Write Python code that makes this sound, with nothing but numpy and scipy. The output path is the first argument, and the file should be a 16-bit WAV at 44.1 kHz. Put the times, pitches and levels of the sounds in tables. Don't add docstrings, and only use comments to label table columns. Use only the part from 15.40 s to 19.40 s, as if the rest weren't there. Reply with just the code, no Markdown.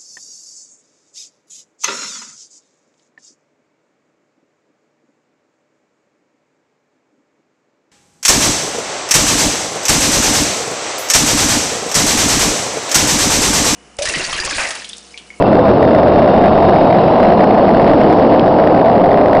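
import sys
import numpy as np
from scipy import signal
from scipy.fft import rfft, irfft
from scipy.io import wavfile

SR = 44100
rng = np.random.default_rng(int(sys.argv[2]) if len(sys.argv) > 2 else 0)


def to_wav(sig):
    pcm = np.clip(np.atleast_2d(sig), -1, 1) * 32767
    pcm = np.round(pcm).astype(np.int16)
    wavfile.write(sys.argv[1], SR, pcm.T)


N = 176400
T = np.arange(N) / SR


def amp(db):
    return 10 ** (np.asarray(db) / 20)


def unit_rms(x):
    return x / np.sqrt(np.mean(x ** 2) + 1e-20)


def shaped_noise(spectrum):
    points_hz, points_db = np.transpose(spectrum)
    hz = np.fft.rfftfreq(N, 1 / SR)
    gain = amp(np.interp(np.log(hz + 1), np.log(points_hz), points_db))
    return unit_rms(irfft(rfft(rng.standard_normal(N)) * gain, N))


def wander(rate_hz):
    hz = np.fft.rfftfreq(N, 1 / SR)
    low_pass = np.exp(-.5 * (hz / rate_hz) ** 2)
    return unit_rms(irfft(rfft(rng.standard_normal(N)) * low_pass, N))


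def narrowband_noise(hz, width_hz):
    phase = 2 * np.pi * np.cumsum(hz * np.ones(N)) / SR
    return unit_rms(wander(width_hz / 2) * np.cos(phase) + wander(width_hz / 2) * np.sin(phase))


# frequency in Hz, relative spectral density in dB.
ROAR_SPECTRUM = [(60, -27.5), (110, -11.5), (190, -4.5), (300, -3), (400, -3.5), (520, 0.03), (700, -2),
                 (830, -7.5), (1000, -11), (1300, -19.5), (1800, -34), (2500, -46.5), (5000, -66.5)]
BODY_SPECTRUM = [(50, -25.5), (100, -15), (135, -7), (190, 0), (240, 1), (300, 0.7), (370, -2.5),
                 (480, -13), (900, -45.5)]
# time in seconds, roar level in dB, tread level in dB,
# tread pitch in Hz, body level in dB, hiss level in dB.
PASS_COURSE = [(0, -9, -19, 604.5, -18.5, -43.5), (.5, -9, -13, 616.3, -16.5, -39),
               (1.1, -9.5, -12.5, 670.5, -15, -36.5), (1.5, -9.5, -13.5, 684.2, -16, -36),
               (2.299, -9, -13.5, 665.9, -16.5, -37.5), (2.799, -10, -16.5, 670.8, -13.5, -38),
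               (3.2, -9.5, -12.5, 690, -17, -41.5), (3.6, -10.5, -12.5, 679, -20.5, -41.5),
               (4, -9.5, -14, 649.7, -23.5, -41.5)]

def rolling_noise():
    times, *columns = np.transpose(PASS_COURSE)
    roar_db, tread_db, tread_hz, body_db = (np.interp(T, times, c) for c in columns[:4])
    roar = amp(roar_db) * shaped_noise(ROAR_SPECTRUM)
    tread = amp(tread_db) * narrowband_noise(tread_hz, width_hz=184)
    body = amp(body_db) * shaped_noise(BODY_SPECTRUM)
    return roar + tread + body


# frequency in Hz, relative spectral density in dB.
HISS_SPECTRUM = [(800, -12), (1500, 2), (2000, 0), (2400, -2.5), (2750, 4.5), (3200, -3.5), (4000, -6),
                 (5000, -11), (5600, -14), (7000, -30.5)]

def fluttering_hiss():
    times, *_, hiss_db = np.transpose(PASS_COURSE)
    flutter_db = 2.5 * wander(rate_hz=18)
    return amp(np.interp(T, times, hiss_db) + flutter_db) * shaped_noise(HISS_SPECTRUM)


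# time in seconds, level in dB.
RUSH_ENVELOPE = [(0, -31.5), (.9, -27.5), (1.3, -22), (2.2, -22.5), (3.25, -21.5), (4, -25.5)]

def tyre_rush():
    level_db = np.interp(T, *np.transpose(RUSH_ENVELOPE))
    swell_db = 2.5 * wander(rate_hz=3.3)
    return amp(level_db + swell_db) * narrowband_noise(hz=858.6, width_hz=300)


TRUCK_M_PER_S, SOUND_M_PER_S = 21.5, 343
CLOSEST_M, CLOSEST_AT_S = 10.0, 1.87

def cab_path():
    along_m = TRUCK_M_PER_S * (T - CLOSEST_AT_S)
    range_m = np.hypot(along_m, CLOSEST_M)
    receding = along_m / range_m
    doppler = 1 / (1 + TRUCK_M_PER_S / SOUND_M_PER_S * receding)
    return CLOSEST_M / range_m, (1 + receding) / 2, doppler


FIRING_HZ, FIRING_WAVER = 75.36, .008
# multiple of the firing rate, level ahead in dB, level behind in dB.
ENGINE_ORDERS = [(1, -25, -36.5), (1.5, -26, -30.5), (2, -31, -33), (2.5, -22.5, -32), (3, -33, -31.5),
                 (4, -24.5, -32.5), (4.5, -25.5, -32)]

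def diesel_engine():
    _, behind, doppler = cab_path()
    firing_hz = FIRING_HZ * doppler * (1 + FIRING_WAVER * wander(rate_hz=6))
    cycles = np.cumsum(firing_hz) / SR
    out = np.zeros(N)
    for order, ahead_db, behind_db in ENGINE_ORDERS:
        level_db = ahead_db + (behind_db - ahead_db) * behind + 2.5 * wander(rate_hz=4.8)
        out += amp(level_db) * np.sin(2 * np.pi * (order * cycles + rng.random()))
    return out


def turbo_whistle(pitch_hz=6930, ahead_db=-42.5, rear_loss_db=8):
    nearness, behind, doppler = cab_path()
    gain = amp(ahead_db - rear_loss_db * behind) * nearness ** 0.43
    return gain * narrowband_noise(pitch_hz * doppler, width_hz=140)


# time in seconds, pitch in Hz, level in dB.
WHINE_COURSE = [(0, 2690, -37.5), (.4, 2744, -49), (.85, 2780, -43.5), (1.701, 2834, -51),
                (2.8, 2964, -47.5), (4, 2830, -56.5)]

def whine():
    times, hz, db = np.transpose(WHINE_COURSE)
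    return amp(np.interp(T, times, db)) * narrowband_noise(np.interp(T, times, hz), width_hz=130)


# frequency in Hz, relative spectral density in dB.
WIND_SPECTRUM = [(10, 0.5), (25, -0.5), (45, -3.5), (80, 0.5), (200, -13.5), (600, -46.5)]

def wind_buffeting(level_db=-35, gust_db=4.5):
    return amp(level_db + gust_db * wander(rate_hz=4)) * shaped_noise(WIND_SPECTRUM)


# time of the peak in seconds, length in seconds,
# pitch in Hz, width in Hz, peak level in dB.
HUM_SWELLS = [(.1, .5, 124.9, 30, -23), (0.394, .6, 606.5, 18, -21.5), (2.179, .4, 203, 18, -19.5),
              (2.799, .8, 303.3, 20, -19.5), (2.877, 0.22, 531, 12, -16.5), (3.75, .4, 408.8, 14, -21),
              (3.901, .8, 117.9, 25.1, -28), (3.946, 0.35, 604.8, 10.1, -17)]

def brief_hums():
    out = np.zeros(N)
    for peak_s, length_s, hz, width_hz, db in HUM_SWELLS:
        phase = 2 * np.pi * np.cumsum(hz + width_hz / 2 * wander(rate_hz=15)) / SR
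        envelope = np.exp(-2 * ((T - peak_s) / length_s) ** 2)
        out += amp(db) * envelope * np.sqrt(2) * np.sin(phase)
    return out


# frequency in Hz, relative spectral density in dB.
TICK_SPECTRUM = [(400, -10), (1500, 1), (2300, -4), (3000, 0), (4000, -11), (5000, -7), (6500, -24)]

def tick(start_s=2.996, level_db=-13.5, decay_s=0.0014):
    envelope = (T >= start_s) * np.exp(-abs(T - start_s) / decay_s)
    return amp(level_db) * envelope * shaped_noise(TICK_SPECTRUM)


def scene():
    mix = (rolling_noise() + fluttering_hiss() + tyre_rush() + diesel_engine() + turbo_whistle()
           + whine() + wind_buffeting() + brief_hums() + tick())
    return mix[None]


SAMPLE_STEP = 4
INPUT_CEILING, OUTPUT_CEILING = .702, .7075
SMOOTHING_HZ, IMAGE_LEAK_DB, BAND_LIMIT_HZ = 5420, -77, 15850

def record(dry):
    overloaded = np.clip(dry[0], -INPUT_CEILING, INPUT_CEILING)
    pulses = np.zeros(N)
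    pulses[::SAMPLE_STEP] = SAMPLE_STEP * overloaded[::SAMPLE_STEP]
    smoothing = signal.firwin(111, SMOOTHING_HZ, window=("kaiser", 8), fs=SR)
    smoothed = signal.oaconvolve(pulses, smoothing, "same")
    images = amp(IMAGE_LEAK_DB) * pulses
    out = np.clip(smoothed, -OUTPUT_CEILING, OUTPUT_CEILING) + images
    band_limit = signal.firwin(511, BAND_LIMIT_HZ, window=("kaiser", 9), fs=SR)
    return signal.oaconvolve(out, band_limit, "same")[None]


dry = scene()
out = record(dry)
to_wav(out)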